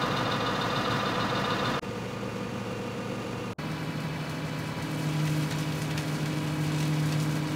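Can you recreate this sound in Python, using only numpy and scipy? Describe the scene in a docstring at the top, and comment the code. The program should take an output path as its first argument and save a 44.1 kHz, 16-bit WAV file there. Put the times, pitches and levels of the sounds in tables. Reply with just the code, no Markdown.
"""A three-cylinder tractor drives a flail mower through a shaft and gearbox; three spots, split by short
gaps. Engine, gears and rotor hum at multiples of the shaft speed over a broad roar. First, over the
gearbox, a loose guard rattles each turn. From 1.8 s, the driver's seat. From 3.6 s, over the deck at
higher speed, stray twigs crack on the flails. The shaft sags, the flails bite into brush at 4.8 s,
and debris cracks and fizzes in the steel hood to the end."""
import sys
import numpy as np
from scipy import signal
from scipy.fft import rfft, irfft, next_fast_len
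from scipy.io import wavfile
from scipy.ndimage import uniform_filter1d

SR = 44100
rng = np.random.default_rng(int(sys.argv[2]) if len(sys.argv) > 2 else 0)


def waveform_to_disk(signal):
    """Save audio, clipped to [-1, 1], as 16-bit WAV at the path in sys.argv[1]."""
    frames = np.transpose(np.atleast_2d(signal))
    scaled = np.clip(frames, -1, 1) * 32767
    samples = np.round(scaled).astype(np.int16)
    wavfile.write(sys.argv[1], SR, samples)


N = 332955

CYCLES_PER_TURN = 2.3004  # four-stroke cycles per shaft turn
# multiple of the engine cycle, level/dB per spot
ENGINE_ORDERS_DB = [(3, -55, -59, -70), (6, -60, -58, -52), (7, -69, -63, -48), (9, -45, -48, -53),
                    (11, -58, -53, -50), (12, -46, -45, -57), (13, -52, -56, -66), (17, -52, -64, -58),
                    (20, -48, -52, -50), (23, -68, -63, -53), (24, -55, -61, -51), (30, -49, -54, -56),
                    (38, -52, -67, -60), (41, -59, -69, -59), (44, -49, -63, -62), (46, -62, -66, -60),
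                    (47, -60, -62, -53), (52, -58, -71, -56), (54, -52, -64, -63), (60, -56, -57, -68),
                    (91, -56, -60, -68)]
def engine(turns, spot, knock_db):
    """Firing tones, plus knocks that repeat each four-stroke cycle."""
    cycles = CYCLES_PER_TURN * turns
    knock = gain_of(knock_db) * knocks(cycles, spot, ENGINE_ORDERS_DB, rolloff_hz=3300)
    return knock + hum(cycles, ENGINE_ORDERS_DB, rng.random(len(ENGINE_ORDERS_DB)), spot)


TEETH = 36
# mesh, sidebands, two belt-driven parts: multiple of the shaft turn, level/dB per spot
GEAR_ORDERS_DB = [(12.73, -57, -61, -49), (29.2, -43, -47, -44), (36, -45, -49, -59), (40, -50, -66, -75),
                  (45, -50, -57, -75), (68, -61, -53, -70), (71, -49, -46, -75), (72, -45, -59, -60),
                  (73, -54, -56, -75), (74, -50, -59, -75), (75, -46, -49, -73), (77, -56, -57, -75),
                  (78, -49, -52, -75), (81, -51, -58, -80), (105, -52, -68, -63), (112, -51, -61, -78),
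                  (144, -47, -66, -65), (147, -53, -68, -75), (150, -47, -62, -68), (162, -50, -68, -75),
                  (174, -52, -62, -80), (177, -47, -58, -64), (178, -48, -63, -65), (180, -42, -55, -61),
                  (181, -48, -59, -62), (182, -51, -70, -64), (183, -53, -61, -70), (216, -47, -80, -80),
                  (217, -50, -80, -79)]
# sideband clusters: multiple of the shaft turn, lift/dB per spot
SIDEBANDS_DB = [(218.5, 2, 13, 14), (255.5, 11, 9, 16), (285, 11, 4, 17), (323, 10, 8, 16),
                (363, 12, 13, 12), (393, 3, 5, 17), (430, 5, 6, 15)]
# loudest point of the low mesh tones: angle/turns per spot
THROB_TURNS = (.98, .24, .5)
def gears(turns, spot, knock_db, tone_gain):
    """Tooth mesh with sidebands: low tones throb once a turn, high ones waver in pitch."""
    knock = gain_of(knock_db) * knocks(turns, spot, GEAR_ORDERS_DB, rolloff_hz=4900, lifts=SIDEBANDS_DB)
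    order = np.array([row[0] for row in GEAR_ORDERS_DB])
    mesh = np.round(order / TEETH).astype(int)
    side = order - TEETH * mesh
    phases = rng.random(mesh.max() + 1)[mesh] - side * THROB_TURNS[spot]
    phases -= (mesh > 2) * (side != 0) / 4  # quadrature: AM becomes FM
    phases += .13 * rng.standard_normal(len(order)) * (mesh < 3)
    return knock + tone_gain * hum(turns, GEAR_ORDERS_DB, phases, spot)


def hum(turns, orders, phases, spot):
    """Strong multiples of a turning part, each wavering slowly in level."""
    swell = 1 + .12 * np.array([wander(len(turns), 3.6) for _ in range(4)])
    return np.sqrt(2) * sum(
        gain_of(row[spot + 1]) * swell[k % 4] * np.cos(2 * np.pi * (row[0] * turns + phases[k]))
        for k, row in enumerate(orders))


def knocks(turns, spot, strong, rolloff_hz, lifts=()):
    """One string of knocks comes round every turn, filling in the weaker multiples."""
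    order = np.arange(4097)
    hz = order * (turns[-1] - turns[0]) * SR / len(turns)
    weak = ~np.isin(order, [row[0] for row in strong])
    phasors = np.exp(2j * np.pi * rng.random(4097))
    db = roar_db(spot, hz) - 2.7 * (hz / rolloff_hz) ** 2
    db += sum(row[spot + 1] * np.exp(-.5 * ((order - row[0]) / 5.7) ** 2) for row in lifts)
    db += 5.7 * np.clip(rng.standard_normal(4097), -3, 1.5)
    cycle = irfft(weak * phasors * gain_of(db))
    return unit_rms(np.interp(turns % 1 * 8192, np.arange(8192), cycle, period=8192))


# per spot: f/Hz, density/dB
ROAR_SPECTRA_DB = [
    [(21, -47), (35, -11), (79, -14), (117, 3.5), (420, -6.5), (490, -4), (634, -8), (1200, -4.5),
     (2060, -16.5), (3710, -17), (8010, -33), (16000, -38.5)],
    [(21, -53), (35, -22), (114, -6.5), (159, -6), (190, -1.5), (334, -8), (478, -14), (650, -13),
     (1200, -14), (1590, -19.5), (2800, -20.5), (16000, -43.5)],
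    [(21, -58), (35, -22.5), (117, -5.5), (155, -4), (210, -6), (309, -9), (466, -18.5), (503, -12),
     (907, -18.5), (1640, -17.5), (1770, -21.5), (16000, -45.5)],
]
# per spot: f/Hz, width/Hz, lift/dB
PANEL_MODES = [
    [(2770, 61, 7), (4850, 52, 5.5), (4880, 90, 1), (6360, 3200, 4), (15100, 1500, 3)],
    [(485, 116, 8.5), (2770, 52, 9.5), (4570, 97, 6.5), (6600, 2100, 4.5), (15400, 200, 12)],
    [(978, 27, 6.5), (3000, 66, 5), (4320, 370, 8), (4750, 100, 8.5), (5350, 50, 10.5), (6280, 80, 8),
     (15400, 200, 9)],
]
def roar_db(spot, hz):
    """Machine spectrum with ringing panels and housings on top."""
    panels = sum(db / (1 + (2 * (hz - f) / width) ** 2) for f, width, db in PANEL_MODES[spot])
    return spectrum_db(ROAR_SPECTRA_DB[spot], hz) + panels


def roar(turns, spot, throb, churn):
    """Air, belts and housings: noise pulsing with each tooth, firing and uneven shaft turn."""
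    firing = np.cos(2 * np.pi * 3 * CYCLES_PER_TURN * turns)
    beat = 1 + throb * np.cos(2 * np.pi * TEETH * turns) + .12 * firing
    beat *= 1 + churn * (np.cos(2 * np.pi * (turns - .35)) + 1.4 * np.cos(2 * np.pi * 3 * (turns - .17)))
    beat *= gain_of(.82 * wander(len(turns), 13))
    return unit_rms(shaped(rng.standard_normal(len(turns)) * beat, lambda hz: roar_db(spot, hz)))


# per spot: roar/dB, engine knocks/dB, gear knocks/dB, tooth throb depth, shaft churn depth
SPOT_MIX = [(-35, -35.5, -36.5, 0.04, 0.09), (-41, -44, -44, 0.06, 0), (-39, -41, -43.5, 0.09, 0.04)]
def drivetrain(turns, spot, effort_gain):
    """Roar, engine and gears at one spot; the guard carries only to the first."""
    noise_db, engine_db, gear_db, throb, churn = SPOT_MIX[spot]
    out = gain_of(noise_db) * roar(turns, spot, throb, churn)
    out += effort_gain * engine(turns, spot, engine_db)
    out += gears(turns, spot, gear_db, effort_gain)
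    return out + guard_rattle(turns) * (spot == 0)


SHAFT_HZ, CREEP_HZ_PER_S, SAG_HZ = (6.7393, 6.7393, 9.105), .012, .075
SAG_START_S, SAG_RAMP_S = 4.55, .68
def shaft_hz():
    """Shaft speed creeps down while mowing and sags as the flails load up."""
    mowing_s = np.maximum(np.arange(N) / SR - SPOTS_S[2][0], 0)
    return per_spot(SHAFT_HZ) - CREEP_HZ_PER_S * mowing_s - SAG_HZ * ramp(SAG_START_S, SAG_RAMP_S)


ROWS_PER_TURN, BELT_SLIP_ROWS = 17.02, .07
# running free, per spot: tone/dB, octave/dB
ROTOR_FREE_DB = [(-41.5, -77), (-44, -51), (-39, -48)]
# cutting: t/s, relative load/dB, rotor octave/dB
FLAIL_LOAD_DB = [(4.85, -2, -40.5), (5.25, 11.5, -39), (5.41, 10.5, -37), (5.5, 3, -49), (5.59, 5, -40),
                 (5.88, 5, -44), (6.3, 4, -38.5), (6.5, 5, -39), (6.75, 11, -38), (7.2, 10, -39),
                 (7.55, -1, -35.5)]
def rotor():
    """Pressure pulses of flail rows passing the hood: a tone and its octave."""
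    free_db, free_octave_db = per_spot(ROTOR_FREE_DB).T
    load_db, cutting_octave_db = curves(FLAIL_LOAD_DB)
    tone_db = bite(free_db, -36.5 + .71 * load_db) + .7 * wander(N, 10)
    octave_db = bite(free_octave_db, cutting_octave_db) + .9 * wander(N, 15)
    rows = ROWS_PER_TURN - BELT_SLIP_ROWS * ramp(SAG_START_S, SAG_RAMP_S)
    phase = 2 * np.pi * np.cumsum(rows * shaft_hz()) / SR
    octave = gain_of(octave_db) * np.cos(2 * phase - np.pi / 4)
    return np.sqrt(2) * (gain_of(tone_db) * np.cos(phase) + octave)


def bite(free_db, cutting_db):
    """The flails meet the brush: level moves from free running to cutting."""
    cutting = ramp(start_s=4.815, length_s=.038)
    return (1 - cutting) * free_db + cutting * cutting_db


SNAP_HZ, SNAP_DB, SNAP_T60_S = 6000, -7, .028
# t/s, level/dB, f/Hz
TWIG_CRACKS = [(3.7146, -43, 5500), (4.0025, -42, 6100), (4.295, -40, 6950), (4.5881, -42, 10000),
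               (4.824, -38, 4400), (5.2531, -39, 10000), (5.277, -34, 2020), (5.4328, -37.5, 2670),
               (5.511, -30.5, 1930), (5.523, -33, 3000), (5.5875, -38, 4360), (5.609, -35, 2030),
               (5.723, -37, 2600), (5.7495, -41, 11000), (5.819, -34, 4400), (5.911, -34, 2010),
               (5.977, -26, 2490), (5.9947, -40, 7000), (6.0791, -39, 3610), (6.143, -42, 4400),
               (6.2581, -34, 2900), (6.475, -40, 1570), (6.629, -49, 8000), (6.719, -36, 3500),
               (6.8034, -33, 4000), (6.8273, -34, 3000), (6.852, -39, 3900), (7.0575, -38, 7000),
               (7.09, -38, 3920), (7.123, -31, 3500), (7.136, -39, 4300), (7.2127, -48, 7500),
               (7.227, -37, 7000), (7.356, -42, 4400), (7.4725, -40, 3850)]
# f/Hz, level/dB, t60/s
HOOD_MODES = [(1570, -2, .03), (1990, 2, 0.045), (2563, 1, 0.035), (3310, -3, 0.02), (3670, -2, 0.04),
              (4400, 1, 0.045), (5050, -7, 0.03), (5940, -5, .02), (7450, -11, .02)]
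def twig_cracks():
    """Twigs break on the flails: splintering burst, bright snap, ring of the nearest hood modes."""
    out, t = np.zeros(N + 6000), np.arange(6000) / SR
    envelope = (gain_of(-60 * t / .077) + .52 * gain_of(-60 * t / .36)) * np.minimum(t / .0013, 1)
    for start_s, db, pitch_hz in TWIG_CRACKS:
        near_db = lambda hz: -6 * (np.log2(hz / pitch_hz + .01) / 1.1) ** 2
        burst = noise(len(t), near_db) * envelope
        snap = noise(len(t), lambda hz: -12 * np.abs(np.log2(hz / SNAP_HZ + .011)))
        snap *= gain_of(SNAP_DB - 60 * t / SNAP_T60_S)
        ring = np.zeros(len(t))
        for f, mode_db, t60 in HOOD_MODES:
            struck_db = mode_db + 3 * rng.standard_normal() + 1.5 * near_db(f)
            struck_hz = f * (1 + .048 * rng.standard_normal())
            ring += gain_of(struck_db - 60 * t / t60) * np.sin(2 * np.pi * struck_hz * t)
        out[round(start_s * SR):][:len(t)] += gain_of(db) * (.3 * burst + .45 * ring + snap)
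    return out[:N]


BITS_PER_S, SURGE_DB, SURGE_HZ = 250, 2.8, 9
# f/Hz, level/dB
CHAFF_SPECTRUM_DB = [(300, -23), (800, -3), (1600, -11), (2500, 2.5), (4500, -1.5), (7000, -3.5),
                     (11000, -9), (16000, -13.5)]
def chaff():
    """Bits of unequal size pepper the hood; four bands each surge on their own."""
    def hood_db(hz):
        modes = sum(5.9 / (1 + (2 * (hz - f) * t60 / .86) ** 2) for f, _, t60 in HOOD_MODES)
        return spectrum_db(CHAFF_SPECTRUM_DB, hz) + modes

    sizes = gain_of(5.1 * np.minimum(rng.exponential(1, (5, N)), 4))
    hits = sizes * (rng.random((5, N)) < BITS_PER_S / SR)
    shared, *puffs = signal.oaconvolve(hits, np.exp(-np.arange(900) / SR / .0016)[None])[:, :N]
    fizz = np.zeros(N)
    for puff, band_hz in zip(puffs, (800, 2500, 6000, 13000)):
        grains = rng.standard_normal(N) * (2.5 + unit_rms(.1 * shared + puff))
        grains *= gain_of(SURGE_DB * wander(N, SURGE_HZ))
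        fizz += shaped(grains, lambda hz: hood_db(hz) - 6 * np.log2(hz / band_hz + .01) ** 2)
    treble_rms = np.std(shaped(fizz, lambda hz: -100 * (hz < 5000)))
    return chaff_flow() * fizz / treble_rms


SHOWER_DB, SHOWER_RISE_T60_S, SHOWER_FALL_T60_S = -16, .04, .12
def chaff_flow():
    """Chaff amplitude above 5 kHz: stray bits, then the cutting feed, plus a shower at each crack."""
    t = np.arange(N) / SR
    mowing_s = t - SPOTS_S[2][0]
    load_db, _ = curves(FLAIL_LOAD_DB)
    power = gain_of(2 * bite(free_db=-65 + 6 * mowing_s, cutting_db=-52 + .23 * load_db))
    for crack_s, db, _ in TWIG_CRACKS:
        drop_db = 60 * np.maximum((t - crack_s) / SHOWER_FALL_T60_S, (crack_s - t) / SHOWER_RISE_T60_S)
        power += gain_of(2 * (db + SHOWER_DB - drop_db))
    return np.sqrt(power) * (mowing_s > 0)


SQUEAK_HZ, WOBBLE_HZ, SQUEAK_PEAK_DB = 3625, 60, 2.5
# angle/turns, width/turns, level/dB
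RATTLE_BURSTS = [(.15, 0.037, -36), (.31, 0.1, -39.5), (.765, 0.048, -37), (.95, 0.02, -44.5)]
# f/Hz, nominal width/Hz, level/dB
GUARD_MODES = [(2900, 130, -1), (3630, 180, -1), (3920, 100, 1), (4210, 190, 0), (4700, 350, -7.5)]
def guard_rattle(turns):
    """Gear teeth tap a loose guard at the same angles each turn, with chatter and a squeak."""
    def ring_db(hz):
        power = sum(gain_of(2 * db) / (1 + (2 * (hz - f) / w) ** 2) ** 1.9 for f, w, db in GUARD_MODES)
        return 10 * np.log10(power)

    bursts = sum(gain_of(db) * np.exp(-.5 * (((turns - angle + .5) % 1 - .5) / width) ** 2)
                 for angle, width, db in RATTLE_BURSTS)
    taps = np.diff(np.floor(TEETH * turns), prepend=0) * rng.uniform(.5, 1.5, len(turns))
    chatter = 1.07 * rng.standard_normal(len(turns))
    ring = unit_rms(shaped(unit_rms(taps) + chatter, ring_db))
    squeak = np.cos(2 * np.pi * np.cumsum(SQUEAK_HZ + WOBBLE_HZ * wander(len(turns), 93)) / SR)
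    return bursts * unit_rms(ring + gain_of(SQUEAK_PEAK_DB) * squeak)


# per spot: start/s, peak/s, end/s, f/Hz, width/Hz, level/dB
WHISTLE_SWELLS = [(1.0, 1.5, 2.6, 10700, 150, -71), (.2, 3.4, 5.5, 10640, 300, -69.5),
                  (3.3, 3.8, 4.7, 11450, 200, -70.5)]
def whistle():
    """Thin narrow-band hiss, one swell per spot."""
    t, out = np.arange(N) / SR, np.zeros(N)
    for spot, (start, peak, end, f, width, db) in enumerate(WHISTLE_SWELLS):
        band = noise(N, lambda hz: np.maximum(-6 * (2 * (hz - f) / width) ** 2, -100))
        swell = np.interp(t, (start, peak, end), (0, 1, 0))
        out += gain_of(db) * swell * band * (per_spot((0, 1, 2)) == spot)
    return out


def gain_of(db):
    return 10 ** (np.asarray(db) / 20)


def unit_rms(x):
    return x / np.sqrt(np.mean(x ** 2) + 1e-20)


def spectrum_db(points, hz):
    """Interpolates on a log-frequency axis."""
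    f, db = np.transpose(points)
    return np.interp(np.log(hz + 1), np.log(f + 1), db)


def curves(rows):
    """Columns of a time table, per sample."""
    times_s, *columns = np.transpose(rows)
    return [np.interp(np.arange(N) / SR, times_s, column) for column in columns]


def shaped(x, db_at_hz):
    size = next_fast_len(len(x))
    return irfft(rfft(x, size) * gain_of(db_at_hz(np.fft.rfftfreq(size, 1 / SR))), size)[:len(x)]


def noise(size, db_at_hz):
    return unit_rms(shaped(rng.standard_normal(size), db_at_hz))


def wander(size, hz):
    """Slow random drift, rms 1."""
    smooth = uniform_filter1d(rng.standard_normal(size), 200)
    return unit_rms(signal.lfilter([1], [1, -np.exp(-2 * np.pi * hz / SR)], smooth))


def ramp(start_s, length_s):
    return np.clip((np.arange(N) / SR - start_s) / length_s, 0, 1)


def per_spot(values):
    """Holds each value until its spot ends."""
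    return np.asarray(values)[np.searchsorted([end for _, end, _ in SPOTS_S], np.arange(N) / SR)]


COASTING_DB = -1.5  # engine and gear tones at the deck, before the sag
# gearbox, seat, deck: start/s, end/s, fade-in/s
SPOTS_S = [(-.01, 1.7955, 0.0023), (1.812, 3.5335, 0.017), (3.581, 7.6, 0.0068)]
def scene():
    """Mower and drivetrain from each spot in turn."""
    t, turns = np.arange(N) / SR, np.cumsum(shaft_hz()) / SR
    effort_gain = gain_of(per_spot((0, 0, COASTING_DB)) * (1 - ramp(SAG_START_S, SAG_RAMP_S)))
    out = rotor() + chaff() + twig_cracks() + whistle()
    for spot, (start, end, _) in enumerate(SPOTS_S):
        part = (t >= start) & (t < end)
        out[part] += drivetrain(turns[part], spot, effort_gain[part])
    return out[None]


LOW_CUT_HZ, HIGH_CUT_HZ = 36, 15750
def record(dry):
    """Bass roll-off, gaps between spots, faint dull noise floor, band limit."""
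    t = np.arange(N) / SR
    thinned = signal.sosfilt(signal.butter(4, LOW_CUT_HZ, "high", fs=SR, output="sos"), dry)
    gate = sum(np.clip((t - start) / fade, 0, 1) ** 2 * np.clip((end - t) / .00051, 0, 1)
               for start, end, fade in SPOTS_S)
    floor = gain_of(-69) * noise(N, lambda hz: -12 * (hz / 1000) ** 2)
    lowpass = signal.firwin(511, HIGH_CUT_HZ, window=("kaiser", 9), fs=SR)
    return signal.oaconvolve(thinned * gate + floor, lowpass[None], "same")


dry = scene()
out = record(dry)
waveform_to_disk(out)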